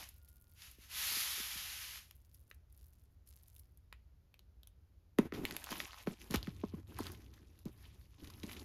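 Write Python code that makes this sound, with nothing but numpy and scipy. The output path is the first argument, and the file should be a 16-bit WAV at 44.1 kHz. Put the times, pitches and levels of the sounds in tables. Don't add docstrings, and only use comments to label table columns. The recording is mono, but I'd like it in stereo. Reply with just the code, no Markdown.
import sys
import numpy as np
from scipy import signal
from scipy.fft import rfft, irfft
from scipy.io import wavfile

SR = 44100
rng = np.random.default_rng(int(sys.argv[2]) if len(sys.argv) > 2 else 0)


def transcribe(u):
    v = np.clip(np.atleast_2d(u).T, -1, 1)
    q = np.round(v * 32767).astype(np.int16)
    wavfile.write(sys.argv[1], SR, q)


N = 381024
TIME = np.arange(N) / SR
CUTOFF_HZ = 15900
LEFT_RIGHT = np.array([[1], [-1]])


# (time [s], level [dB], base pitch [Hz])
PANEL_BLOWS = [(0.783, -59.5, 286), (1.116, -55.5, 260), (1.167, -51, 272), (1.378, -55, 420),
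               (1.398, -49.5, 240), (1.555, -54.5, 169.3), (3.925, -55, 940), (5.187, -16, 260),
               (5.323, -35.5, 286), (5.716, -41, 243), (6.073, -28, 222), (6.072, -33.5, 404),
               (6.302, -36.5, 182), (6.341, -26.5, 234), (6.351, -33.5, 72), (6.476, -33.5, 185),
               (6.637, -40, 680), (6.635, -30, 250), (6.736, -35.5, 197), (6.99, -36.5, 1000),
               (7.002, -34, 300), (7.656, -35, 199), (8.435, -38, 230)]
# (pitch [Hz], width [Hz], level [dB])
BAG_RESONANCES = [(410, 26, -3.5), (1000, 190, 3)]
SWELL_CYCLES = 1.37
GLIDE_CYCLES = 0.83


def knocks(glide=2.175, scuff_db=-25.0):
    waves, push = np.zeros(N), np.zeros(N)
    t = np.arange(SR // 4) / SR
    for start_s, level_db, base_hz in PANEL_BLOWS:
        swell_s = SWELL_CYCLES / base_hz
        pitch_hz = base_hz * (0.7 + glide * np.exp(-t * base_hz / GLIDE_CYCLES))
        phase = 2 * np.pi * np.cumsum(pitch_hz) / SR
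        swell = from_db(level_db) * (t / swell_s * np.exp(1 - t / swell_s)) ** 2
        add(waves, start_s, swell * np.sin(phase))
        add(push, start_s, swell)
    scuff = push * rms_one(resonance(rng.standard_normal(N), 310, 400))
    blows = waves + from_db(scuff_db) * scuff
    ringing = sum(from_db(db) * resonance(blows, hz, width) for hz, width, db in BAG_RESONANCES)
    return blows + ringing


# (time [s], ring level [dB], ring pitch [Hz], crack level [dB])
HARD_CONTACTS = [(2.1105, -54.5, 2500, -54), (2.513, -49.5, 1780, -63), (3.5638, -66.5, 2870, -56),
                 (3.9268, -47.5, 2074, -56.5), (4.342, -58, 2370, -65.5), (4.3926, -60, 3700, -63),
                 (4.6325, -60, 3220, -60), (4.6727, -60.5, 3450, -53.5), (5.1863, -30, 1640, -38.5),
                 (5.323, -41.5, 1310, -76), (5.4525, -31, 2330, -38.5), (5.5096, -38, 1930, -47),
                 (5.5657, -39, 2420, -36.5), (5.6414, -45, 3050, -40), (5.7179, -41.5, 1380, -41.5),
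                 (5.8026, -34, 2170, -59), (6.0721, -40, 1450, -72), (6.3427, -54, 1880, -40),
                 (6.3585, -34.5, 3250, -39), (6.429, -42.5, 3970, -54), (6.472, -44, 1330, -59),
                 (6.9875, -48.5, 1160, -44.5), (7.068, -43, 3430, -47), (7.6546, -58.5, 3830, -55)]


def clicks(ring_db=0.0, crack_db=5.0, thud_db=-8.5, ring_width_hz=1600, contact_s=0.0005,
           linger_db=-24.5, linger_t60=0.34, strike_db=19.0):
    out = np.zeros(N)
    t = np.arange(SR // 5) / SR
    contact = t / contact_s * np.exp(1 - t / contact_s) + from_db(-23 - 60 * t / .04)
    linger = from_db(linger_db - 60 * t / linger_t60)
    treble = signal.butter(2, 6000, "high", fs=SR, output="sos")
    bass = signal.butter(1, [250, 1300], "band", fs=SR, output="sos")
    for start_s, body_db, hz, treble_db in HARD_CONTACTS:
        noise = rng.standard_normal((3, len(t)))
        strike = from_db(strike_db) * (t == 0)
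        drive = strike + noise[0] * (contact + linger)
        ring = resonance(resonance(drive, hz, ring_width_hz), hz, ring_width_hz)
        crack = signal.sosfilt(treble, noise[1] * contact)
        thud = signal.sosfilt(bass, noise[2] * contact)
        parts = np.array([ring, crack, thud])
        levels_db = [ring_db + body_db, crack_db + treble_db, thud_db + body_db]
        gains = from_db(levels_db) / np.linalg.norm(parts, axis=1)
        add(out, start_s, np.sqrt(.002 * SR) * gains @ parts)
    return out


# (start [s], length [s], level [dB])
BAG_SQUEEZES = [(6.29, 0.53, -54), (6.95, 0.03, -51), (7.64, 0.38, -61), (8.22, 0.46, -57.5)]
SQUEEZE_ATTACK_S, SQUEEZE_SAG_DB_PER_S, SQUEEZE_RELEASE_DB_PER_S = 0.0014, 1, 34
RUB_SAG_DB_PER_S, RUB_RELEASE_DB_PER_S = 25, 1100
# (frequency [Hz], relative level [dB per Hz])
MURMUR_SPECTRUM = [(40, -3), (130, -3.5), (210, 0), (320, 3.5), (430, -7), (600, -17), (4000, -36)]


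def rubbing(flex_hz=78, flex_width_hz=55):
    drag = moving([rub_db for *_, rub_db in HAND_MOVES], RUB_SAG_DB_PER_S, RUB_RELEASE_DB_PER_S)
    squeeze = strokes(BAG_SQUEEZES, SQUEEZE_ATTACK_S, SQUEEZE_SAG_DB_PER_S, SQUEEZE_RELEASE_DB_PER_S)
    judder_db = 3 * drift(70)
    murmur = drag * from_db(judder_db) * coloured(wide_noise(side_db=-16.5), MURMUR_SPECTRUM)
    flexing = resonance(wide_noise(side_db=-8.0), flex_hz, flex_width_hz)
    boom = rms_one(resonance(flexing, flex_hz, flex_width_hz))
    return murmur + squeeze * boom


# (start [s], length [s], rustle level [dB], rub level [dB])
HAND_MOVES = [(-0.02, 0.054, -51.5, -68.5), (3.353, 0.058, -69, -100), (5.178, 0.096, -81, -42.5),
              (5.33, 0.12, -59, -41.5), (5.454, 0.12, -51.5, -50), (5.579, 0.19, -52.5, -69),
              (5.7, 0.15, -45.5, -55), (5.834, 0.2, -54, -76), (6.059, 0.07, -56, -45.5),
              (6.174, 0.11, -61, -58.5), (6.296, 0.075, -50, -48.5), (6.349, 0.38, -62.5, -59.5),
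              (6.727, 0.075, -68, -57), (6.857, 0.25, -65.5, -58), (6.957, 0.18, -56, -53.5),
              (7.103, 0.52, -65, -61), (7.642, 0.052, -67, -53), (7.68, 0.78, -64.5, -68),
              (8.167, 0.26, -59.5, -58.5), (8.421, 0.2, -55.5, -52.5)]
MOVE_ATTACK_S, ORDINARY_MOVE_DB = 0.0073, -50.5


def moving(level_db, sag_db_per_s, release_db_per_s):
    start, length, rustle_db, rub_db = np.transpose(HAND_MOVES)
    louder_db = np.maximum(rustle_db, rub_db)
    attack_s = MOVE_ATTACK_S * from_db(ORDINARY_MOVE_DB - louder_db)
    return strokes(np.transpose([start, length, level_db]), attack_s, sag_db_per_s, release_db_per_s)


# (start [s], length [s], level [dB])
SLEEVE_PULLS = [(-0.14, 0.11, -41.5), (0.535, 0.12, -48.5), (0.76, 0.065, -50), (0.87, 1.098, -34.5),
                (1.03, 0.18, -39)]
PULL_ATTACK_S, PULL_SAG_DB_PER_S, PULL_RELEASE_DB_PER_S = 0.08, 13.5, 159
RING_REST_HZ, RING_FULL_HZ, RING_POWER = 2735, 4440, 2.2
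BRIGHTEN_SHARE, BRIGHTEN_HZ = 0.58, 8970
# (frequency [Hz], relative level [dB per Hz])
HISS_SPECTRUM = [(150, -12.5), (450, -19), (900, -7.5), (2000, 0), (4500, 0), (8500, 0.5), (12000, 0.5),
                 (16000, -11.5)]


def sleeve(ring_db=-9.5, ring_width_hz=900, flutter_db=0.5):
    pull = strokes(SLEEVE_PULLS, PULL_ATTACK_S, PULL_SAG_DB_PER_S, PULL_RELEASE_DB_PER_S)
    effort = (pull / pull.max()) ** RING_POWER
    catches = grains(per_s=6000, spread_db=3.5, low_hz=1100, sharpness=2)
    friction = wide_noise(side_db=-18.0) + catches / 2
    ring_hz = RING_REST_HZ + (RING_FULL_HZ - RING_REST_HZ) * effort
    lowpass = signal.butter(2, ring_width_hz / 2, fs=SR, output="sos")
    slow_noise = signal.sosfilt(lowpass, rng.standard_normal((2, N)))
    tone = np.cos(2 * np.pi * np.cumsum(ring_hz) / SR)
    ring = rms_one(slow_noise * tone) * from_db(2 * LEFT_RIGHT)
    hiss = coloured(friction, HISS_SPECTRUM) + from_db(ring_db) * ring
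    treble = signal.sosfilt(signal.butter(1, BRIGHTEN_HZ, "high", fs=SR, output="sos"), hiss)
    flutter = from_db(flutter_db * drift(59.54))
    return pull * flutter * (hiss + BRIGHTEN_SHARE * effort * treble)


# (time [s], level before ticks() halves it [dB])
PAPER_SNAPS = [(0.62, -54), (7.3385, -63.5), (8.273, -57.5), (8.3008, -57.5), (8.337, -61), (8.531, -54)]
RUSTLE_SAG_DB_PER_S, RUSTLE_RELEASE_DB_PER_S = 21, 315
# (frequency [Hz], relative level [dB per Hz])
RUSTLE_SPECTRUM = [(200, -25), (550, 1), (1000, 2.5), (1400, -3), (2600, 0), (5000, -3.5), (12000, -2.5),
                   (16000, -13)]


def paper(crackle_db=-4.0, snap_db=-6.5, crease_hz=3200, crease_width_hz=4000):
    stir = moving([rustle_db for *_, rustle_db, _ in HAND_MOVES], RUSTLE_SAG_DB_PER_S, RUSTLE_RELEASE_DB_PER_S)
    crackle = grains(per_s=700, spread_db=5.5, low_hz=1100, sharpness=6)
    snaps = grains(per_s=70, spread_db=4, low_hz=1100, sharpness=2)
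    brushing = wide_noise(side_db=-10.0) + from_db(crackle_db) * crackle
    sheet = patchy(brushing, depth_db=3.6, rate=40)
    flutter_db = 2 * drift(22) + drift(170)
    rustle = stir * from_db(flutter_db) * coloured(sheet + from_db(snap_db) * snaps, RUSTLE_SPECTRUM)
    return rustle + ticks(PAPER_SNAPS, crease_hz, crease_width_hz)


# (time [s], length [s], relative level [dB], pitch [Hz])
FOLD_RUNS = [(5.338, 0.041, -54.5, 1860), (6.34, 0.014, -37.5, 1000), (7.054, 0.031, -55.5, 1040),
             (7.832, 0.12, -76.5, 2660), (8.432, 0.0079, -50, 2960), (8.49, 0.011, -53, 1400),
             (8.566, 0.011, -55, 2830)]


def scrunches(bright_db=-11.0, width_hz=1500, buckles_per_s=2500):
    out = np.zeros(N)
    t = np.arange(SR // 8) / SR
    bright_band = signal.butter(1, [900, 12000], "band", fs=SR, output="sos")
    for start_s, length_s, level_db, hz in FOLD_RUNS:
        size, chance = rng.standard_normal(len(t)), rng.random(len(t))
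        buckles = size * (.2 + (chance < buckles_per_s / SR))
        run = buckles * np.exp(-(t / length_s) ** 2)
        fold = rms_one(resonance(run, hz, width_hz))
        edge = rms_one(signal.sosfilt(bright_band, run))
        sound = fold + from_db(bright_db) * edge
        add(out, start_s, from_db(level_db) * np.sqrt(length_s / t[-1]) * sound)
    return out


# (time [s], level before ticks() halves it [dB])
SHARP_SLIPS = [(0.0893, -51), (0.2862, -64), (0.7128, -54.5), (2.345, -59), (2.501, -63), (2.5448, -65.5),
               (3.274, -60), (3.2881, -61), (3.5947, -57), (3.7736, -65), (7.118, -52), (7.59, -63.5),
               (8.248, -63)]
# (start [s], length [s], level [dB])
STRAP_BENDS = [(0.1, 0.9, -68), (2.03, 0.45, -70.5), (2.68, 0.32, -68), (3.25, 0.32, -64.5)]
BEND_ATTACK_S, BEND_SAG_DB_PER_S, BEND_RELEASE_DB_PER_S = 0.022, 9.5, 105
# (frequency [Hz], relative level [dB per Hz])
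CREAK_SPECTRUM = [(500, -8), (6000, -21), (9000, -11.5), (12000, -11), (16000, -7)]


def strap(skin_db=-12.5, slip_hz=11000, slip_width_hz=4000):
    bend = strokes(STRAP_BENDS, BEND_ATTACK_S, BEND_SAG_DB_PER_S, BEND_RELEASE_DB_PER_S)
    slips = grains(per_s=260, spread_db=4.5, low_hz=4500, sharpness=2)
    skin = from_db(skin_db) * wide_noise(side_db=-10.0)
    creak = bend * coloured(slips + skin, CREAK_SPECTRUM)
    return creak + ticks(SHARP_SLIPS, slip_hz, slip_width_hz)


WHISTLE_START_S, WHISTLE_LENGTH_S, WHISTLE_DB, WHISTLE_HZ = 0.03, 0.77, -84.5, 1430


def whistle(waver=0.0079):
    age = 3 * np.maximum(TIME - WHISTLE_START_S, 0) / WHISTLE_LENGTH_S
    swell = (age * np.exp(1 - age)) ** 2 * from_db(drift(30))
    pitch_hz = WHISTLE_HZ * (1 + waver * drift(48))
    tone = np.sqrt(2) * np.sin(2 * np.pi * np.cumsum(pitch_hz) / SR)
    return from_db(WHISTLE_DB) * swell * tone


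# (frequency [Hz], relative level [dB per Hz])
RUMBLE_SPECTRUM = [(30, -19), (50, -1), (64, 1), (85, -3.5), (125, -15), (200, -24), (1000, -41),
                   (3000, -47.5), (16000, -49.5)]


def house_rumble(level_db=-62.5):
    return from_db(level_db) * coloured(wide_noise(side_db=-8.0), RUMBLE_SPECTRUM)


def bedroom(x, wet_db=-14.0, t60=0.094, low_hz=500, high_hz=7000):
    t = np.arange(SR // 3) / SR
    tail = rng.standard_normal((2, len(t))) * from_db(-60 * t / t60) * (t > .003)
    tail = signal.sosfilt(signal.butter(1, [low_hz, high_hz], "band", fs=SR, output="sos"), tail)
    tail = tail / np.linalg.norm(tail, axis=1, keepdims=True)
    return from_db(wet_db) * signal.fftconvolve(x, tail, axes=1)[:, :N]


# (frequency [Hz], phase [radians])
PORT_LEAD = [(0, 0), (1200, -0.2), (1550, -1.0), (1900, 0), (4700, 0.5), (5500, -1.2), (6700, -1.5),
             (8300, -3.14), (12000, -6.28), (15500, -9.4)]


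def ports(x):
    phase = np.interp(np.arange(N // 2 + 1) * SR / N, *np.transpose(PORT_LEAD))
    return irfft(rfft(x) * np.exp(.5j * phase * LEFT_RIGHT), N)


def grains(per_s, spread_db, low_hz, sharpness):
    sizes = from_db(spread_db * np.minimum(rng.exponential(1, N), 3)) * rng.choice([-1, 1], N)
    crowding = from_db(4 * drift(35))
    buckles = sizes * (rng.random(N) < per_s * crowding / SR)
    pitches = np.geomspace(low_hz, CUTOFF_HZ, 14)
    dealt = rng.integers(0, len(pitches), N)
    out = 0
    for k, hz in enumerate(pitches):
        ring = resonance(buckles * (dealt == k), hz, hz / max(sharpness, 1))
        lean_db = 2 * (-1) ** k * LEFT_RIGHT
        out = out + ring / hz ** .2 * from_db(lean_db)
    return rms_one(out)


def ticks(rows, hz, width_hz, decay_s=0.0032):
    out = np.zeros(N)
    t = np.arange(int(10 * decay_s * SR)) / SR
    for start_s, level_db in rows:
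        jerk = rng.standard_normal(len(t)) * np.exp(-t / decay_s)
        add(out, start_s, from_db(level_db) / 2 * rms_one(resonance(jerk, hz, width_hz)))
    return out


def strokes(rows, attack_s, sag_db_per_s, release_db_per_s):
    start, length, db = np.transpose(rows)
    clock = np.arange(0, N / SR, .001)
    t = np.maximum(clock[:, None] - start, 0)
    fall_db = sag_db_per_s * t + release_db_per_s * np.maximum(t - length, 0)
    gains = (1 - np.exp(-t / attack_s)) ** 2 * from_db(db - fall_db)
    return np.interp(TIME, clock, np.linalg.norm(gains, axis=1))


def patchy(x, depth_db, rate):
    centres = np.log(np.geomspace(300, CUTOFF_HZ, 13))
    spectrum = rfft(x)
    bins = np.log(np.maximum(np.arange(N // 2 + 1) * SR / N, 1))
    out = 0
    for one in np.eye(len(centres)):
        band = irfft(spectrum * np.interp(bins, centres, one), N)
        out = out + band * from_db(depth_db * drift(rate))
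    return rms_one(out)


# (frequency [Hz], relative level [dB per Hz])
SIDE_SPECTRUM = [(60, -13), (300, 0), (500, 5.5), (1450, 13.5), (1900, 5), (16000, -26)]


def wide_noise(side_db):
    mid, side = rng.standard_normal((2, N))
    return rms_one(mid + from_db(side_db) * coloured(side, SIDE_SPECTRUM) * LEFT_RIGHT)


def coloured(x, spectrum):
    hz, db = np.transpose(spectrum)
    bins = np.maximum(np.arange(N // 2 + 1) * SR / N, 1)
    gain = from_db(np.interp(np.log(bins), np.log(hz), db))
    return rms_one(irfft(rfft(x) * gain, N))


def resonance(x, hz, width_hz):
    r = np.exp(-np.pi * width_hz / SR)
    feedback = [1, -2 * r * np.cos(2 * np.pi * hz / SR), r * r]
    return signal.lfilter(np.array([1, 0, -1]) * (1 - r * r) / 2, feedback, x + 1e-18)


def drift(rate):
    knots = rng.standard_normal(N // 20)
    return np.interp(TIME * rate, np.arange(len(knots)), knots)


def add(track, s, sound):
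    start = int(s * SR)
    track[start:start + len(sound)] += sound[:N - start]


def from_db(db):
    return 10 ** (np.asarray(db) / 20)


def rms_one(x):
    return x / np.sqrt(np.mean(x ** 2) + 1e-20)


def scene():
    bag = knocks() + clicks() + rubbing()
    near = bag + sleeve() + paper() + scrunches() + strap()
    background = whistle() + house_rumble()
    return ports(near + background) + bedroom(near)


def record(dry):
    return signal.sosfilt(signal.ellip(10, .1, 80, CUTOFF_HZ, fs=SR, output="sos"), dry)


dry = scene()
out = record(dry)
transcribe(out)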